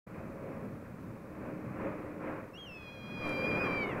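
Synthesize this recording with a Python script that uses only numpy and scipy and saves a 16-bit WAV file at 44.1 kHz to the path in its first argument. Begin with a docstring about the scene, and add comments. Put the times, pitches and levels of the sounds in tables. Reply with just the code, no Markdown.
"""Red kite swooping over a lawn

One long whistle: a quick rise, a held note that turns reedy with a second vibration in the throat
and swells as the bird swoops past, then a rough falling end. Wings and talons swish through the
grass close by. Behind it, dull wind and traffic come and go with a far engine's sinking drone."""
import sys
import numpy as np
from scipy import signal
from scipy.fft import rfft, irfft, next_fast_len
from scipy.io import wavfile
from scipy.ndimage import map_coordinates

SR = 44100
rng = np.random.default_rng(int(sys.argv[2]) if len(sys.argv) > 2 else 0)


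def unload_audio(sound):
    """Save the sound as a 16-bit wav file, at the path given as the first command line argument."""
    columns = np.transpose(np.atleast_2d(sound))
    # keep every value between -1 and 1, then stretch to whole-number steps
    steps = np.round(np.clip(columns, -1, 1) * 32767)
    wavfile.write(sys.argv[1], SR, steps.astype(np.int16))


N = 176400


def amp(db):
    """Decibels to gain."""
    return 10 ** (np.asarray(db) / 20)


def unit(x):
    """Scale to rms 1."""
    return x / np.sqrt(np.mean(x ** 2) + 1e-20)


def clock():
    """The time of each sample in seconds."""
    return np.arange(N) / SR


def ramp(x):
    """A smooth fade from 0 to 1 as x goes from 0 to 1."""
    return np.sin(np.pi / 2 * np.clip(x, 0, 1)) ** 2


def swell(centre_s, width_s):
    """A bell-shaped envelope."""
    return np.exp(-.5 * ((clock() - centre_s) / width_s) ** 2)


def curves(rows):
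    """One automation curve for each column after the time."""
    times, *columns = np.transpose(rows)
    return [np.interp(clock(), times, column) for column in columns]


def wobble(rate):
    """Smooth random modulation through `rate` points a second."""
    return map_coordinates(rng.standard_normal(N // 16), [clock() * rate], mode="wrap")


def filtered(x, response):
    """Equalise x with a gain given as a function of frequency."""
    size = next_fast_len(N + SR // 2)
    return irfft(rfft(x, size) * response(np.fft.rfftfreq(size, 1 / SR)), size)[:N]


def noise(colour):
    """Noise of rms 1, shaped by an EQ curve of (Hz, dB) points."""
    points_hz, db = np.transpose(colour)
    white = rng.standard_normal(N)
    return unit(filtered(white, lambda hz: amp(np.interp(np.log(hz + 1), np.log(points_hz), db))))


def wind_and_traffic():
    """Wind and far traffic: low rumble, midrange roar and upper rush swell over a deep bed."""
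    # Envelopes. Each row: time in seconds, level in dB before the layer's trim.
    rumble_levels = [(0.07, -49), (0.18, -42.8), (0.36, -44), (0.55, -42), (0.74, -39.5), (0.8, -47),
                     (0.9, -44), (1.07, -40), (1.27, -49), (1.45, -43), (1.68, -40.5), (1.87, -40.5),
                     (1.95, -42), (2.2, -46.0), (2.4, -43.5), (2.5, -52), (2.95, -51), (3.15, -38.5),
                     (3.27, -43.5), (3.58, -35.5), (3.75, -39.9), (4, -39.5)]
    roar_levels = [(0.07, -53.5), (0.17, -46), (0.33, -47.7), (0.48, -42), (0.7, -46), (0.95, -53),
                   (1.27, -49.5), (1.49, -40.5), (1.57, -47.5), (1.74, -47), (1.86, -36), (1.94, -43.5),
                   (2.17, -44.9), (2.3, -40.5), (2.4, -45), (2.52, -52), (3.0, -53.5), (3.19, -47),
                   (3.26, -38), (3.66, -36.5), (3.8, -38.5), (4, -35.5)]
    rush_levels = [(0.07, -55), (0.18, -50), (0.35, -54.1), (0.55, -49.5), (0.73, -54.5), (1.27, -55.5),
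                   (1.49, -47.5), (1.57, -52.5), (1.74, -50), (1.8, -43.5), (1.88, -42.5), (1.93, -47.0),
                   (2.17, -51.5), (2.28, -42), (2.37, -45.5), (2.52, -57), (3.0, -54.8), (3.19, -49.3),
                   (3.26, -40.9), (3.35, -43.5), (3.67, -35.9), (3.8, -42.5), (4, -39.5)]
    # EQ curves. Each row: frequency in Hz, relative level in dB.
    rumble_colour = [(45, -31), (75, -7), (115, -0.5), (140, -1.5), (190, 2), (250, -2.5), (310, -9),
                     (420, -22), (1000, -56.5)]
    roar_colour = [(150, -11.5), (250, -0.5), (340, 1), (420, 2.5), (480, 0.5), (550, 2), (620, -3),
                   (720, -8), (900, -17.5), (2000, -39), (4000, -70)]
    rush_colour = [(200, -10), (600, -2.5), (850, -3), (1080, 0.5), (1500, -4.5), (2100, -9.5), (2500, -10),
                   (2750, -21), (3100, -29), (3900, -41), (12000, -54)]
    deep_colour = [(15, -3), (35, -9.5), (65, 2), (95, 2), (150, -4.5), (400, -50)]
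    rumble_trim_db, roar_trim_db, rush_trim_db = -3.5, -3, -1.6
    flutter_db = 0.47 * wobble(120)
    rumble = amp(rumble_trim_db + curves(rumble_levels)[0] + 0.23 * wobble(16)) * noise(rumble_colour)
    roar = amp(roar_trim_db + curves(roar_levels)[0] + flutter_db) * noise(roar_colour)
    rush_db = rush_trim_db + curves(rush_levels)[0] + flutter_db + 0.31 * wobble(25.57)
    rush = amp(rush_db) * noise(rush_colour)
    stirred = ramp((clock() - 3.2) / 0.33)  # the bed grows as the air is stirred
    deep = amp(-59.5 + 7.5 * stirred) * noise(deep_colour)
    return rumble + roar + rush + deep


def engine():
    """A far engine's drone sinks slowly in pitch; moving air makes each tone fade and waver."""
    # Each row: time in seconds, firing rate in Hz, gain of the low tones and of the high tones in dB.
    drone = [(0.1, 78.55, -56, -59.5), (0.48, 78.2, -58, -51.5), (0.9, 77.9, -73, -68.5),
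             (1.25, 77.2, -54.5, -64), (1.5, 76.97, -52, -50.5), (1.7, 76.7, -46.5, -62.5),
             (1.87, 76.5, -44, -46.5), (2.1, 76.2, -48, -63.5), (2.33, 76.06, -44.5, -51.5),
             (2.6, 75.23, -65.5, -67), (2.95, 74.9, -63, -60), (3.15, 74.4, -56, -62),
             (3.32, 74.01, -41.5, -46.5), (3.65, 72.9, -43.5, -46.5), (4, 72.77, -55, -53)]
    # Each row: multiple of the firing rate, relative level in dB.
    low_tones = [(3, -16.5), (4, -1.5)]
    high_tones = [(6, -12), (7, -1.5), (8, -6)]
    fading_db, waver_rad = 2.5, .65
    firing_hz, low_db, high_db = curves(drone)
    phase = 2 * np.pi * np.cumsum(firing_hz) / SR

    def tones(rows):
        return sum(amp(db + fading_db * wobble(8.2)) * np.sin(k * phase + waver_rad * wobble(24))
                   for k, db in rows)

    return np.sqrt(2) * (amp(low_db) * tones(low_tones) + amp(high_db) * tones(high_tones))


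def hiss():
    """A faint, even hiss that lifts a little at the swoop."""
    # Each row: time in seconds, level in dB.
    levels = [(3.2, -72), (3.3, -65.5), (4, -70)]
    # Each row: frequency in Hz, relative level in dB.
    colour = [(100, -16), (4000, 0), (9000, -3), (15000, -2)]
    return amp(curves(levels)[0]) * noise(colour)


def kite_whistle():
    """A nearly pure whistle, made reedy by a second vibration at about a third of its pitch."""
    # The melody. Each row: time in seconds, pitch in Hz, level in dB.
    call = [(2.535, 2620, -59), (2.555, 2776, -53.5), (2.574, 2920, -53), (2.581, 3272, -52),
            (2.61, 3256, -49.5), (2.655, 3147, -53.5), (2.675, 2824, -51.5), (2.71, 2665, -51),
            (2.76, 2603, -51), (2.8, 2520, -55), (2.89, 2454, -52.5), (2.93, 2487, -55), (2.96, 2443, -56),
            (3.06, 2437, -52.5), (3.11, 2468, -52), (3.21, 2443, -46), (3.27, 2392, -42),
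            (3.305, 2408, -42), (3.335, 2381, -39), (3.41, 2382, -40), (3.48, 2449, -36.5),
            (3.52, 2385, -38), (3.57, 2423, -41.5), (3.62, 2485, -35.5), (3.69, 2364, -41),
            (3.77, 2350, -38), (3.83, 2275, -35.5), (3.865, 2147, -46.5), (3.905, 2090, -46.5),
            (3.94, 1833, -46.5)]
    # How the throat passes the overtones. Each row: frequency in Hz, gain in dB.
    throat = [(4000, -30), (4650, -22.5), (4950, -21.5), (5200, -15), (5500, -15), (6000, -23), (6500, -27),
              (6750, -46), (7400, -48), (7900, -31), (8400, -38), (9800, -42)]
    # Strength of the second vibration. Each row: time in seconds, side-tone gain in dB.
    reed_depth = [(2.72, -34), (2.79, -10), (2.95, -4.5), (3.12, -7.5), (3.27, -12.5), (3.44, -17.5),
                  (3.68, -15), (3.8, -21.5), (3.86, -13), (3.92, -7)]
    # Each row: multiple of the pitch, added multiple of the second vibration, relative level in dB.
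    side_tones = [(1, -1, -12), (1, 1, -1), (1, 2, -10.5), (2, 1, -19.5), (2, 2, -29)]
    # The reediness drops out where the pitch is pushed up. Each row: centre, half length in seconds.
    pure_spells = [(3.49, 0.015), (3.617, 0.025)]
    attack_s, release_s, crack_s, crack_fade_s = 0.0056, 0.0073, 3.85, 0.029
    jitter, shimmer_db, reed_ratio, rasp_width_hz = .003, 0.56, .337, 512.6
    t = clock()
    pitch, level_db = curves(call)

    # At the end the voice cracks: rougher, duller, with an upward flick.
    cracked = ramp((t - crack_s) / crack_fade_s + .5)
    rough = 1 + 3 * cracked
    dull_db = -11 * cracked
    pitch = pitch * (1 + .055 * swell(3.885, width_s=.005))

    phase = 2 * np.pi * np.cumsum(pitch * (1 + jitter * rough * wobble(290))) / SR
    reed_phase = reed_ratio * phase + 0.41 * wobble(120)
    overtones = sum(amp(np.interp(k * pitch, *np.transpose(throat)) + 2 * wobble(20)) * np.sin(k * phase)
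                    for k in (2, 3))
    whistle = np.sin(phase) + amp(dull_db) * overtones

    reed_gate = np.prod([ramp((abs(t - centre) - half) / .025 + .5)
                         for centre, half in pure_spells], axis=0)
    sidebands = sum(amp(db + dull_db * (k - 1) + 0.95 * wobble(45)) * np.sin(k * phase + j * reed_phase)
                    for k, j, db in side_tones)
    reed = amp(curves(reed_depth)[0]) * reed_gate * sidebands

    # A narrow band of air noise follows the pitch.
    breath = wobble(rasp_width_hz) * np.sin(phase) + wobble(rasp_width_hz) * np.cos(phase)
    rasp = amp(-34) * rough * breath

    gate = ramp((t - call[0][0]) / attack_s + .5) * ramp((call[-1][0] - t) / release_s + .5)
    envelope = gate * amp(level_db + shimmer_db * np.sqrt(rough) * wobble(90))
    return np.sqrt(2) * envelope * (whistle + reed + rasp)


def garden_scatter(x):
    """Fence and trees scatter the sound into a thin, short tail."""
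    t60_s, onset_s, wet_db = 0.54, 0.0062, -13.5
    t = np.arange(SR // 2) / SR
    tail = rng.standard_normal(len(t)) * amp(-60 * t / t60_s) * ramp(t / onset_s)
    return amp(wet_db) * signal.fftconvolve(x, tail / np.linalg.norm(tail))[:N]


def swoop():
    """Feathers and talons brush the grass while the wings give a low push of air."""
    # Each row: centre in seconds, width in seconds, level in dB.
    swishes = [(3.256, .002, -67), (3.279, .0015, -67), (3.293, .003, -63), (3.3, .002, -63),
               (3.285, .045, -70)]
    # EQ curves. Each row: frequency in Hz, relative level in dB.
    swish_colour = [(500, -13), (2500, -1), (4000, 9), (6500, -3), (10000, 0), (12500, -7), (14000, -24)]
    draught_colour = [(20, 10), (50, -6), (150, -10), (600, -27), (3000, -70)]
    strokes = sum(amp(db) * swell(centre, width) for centre, width, db in swishes)
    rustle = unit(amp(3.4 * wobble(500)) * noise(swish_colour))
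    draught = amp(-45) * swell(3.26, width_s=0.035) * noise(draught_colour)
    return strokes * rustle + draught


def scene():
    """The bird's call and swoop over a bed of wind, traffic, engine and hiss, in mono."""
    call = kite_whistle()
    fade_in = ramp((clock() - 0.064) / 0.01)
    bed = (wind_and_traffic() + engine() + hiss()) * fade_in
    return (bed + call + garden_scatter(call) + swoop())[None]


def record(dry):
    """A brick-wall low-pass takes off the very top."""
    cutoff_hz = 15700
    return filtered(dry[0], lambda hz: hz < cutoff_hz)[None]


dry = scene()
out = record(dry)
unload_audio(out)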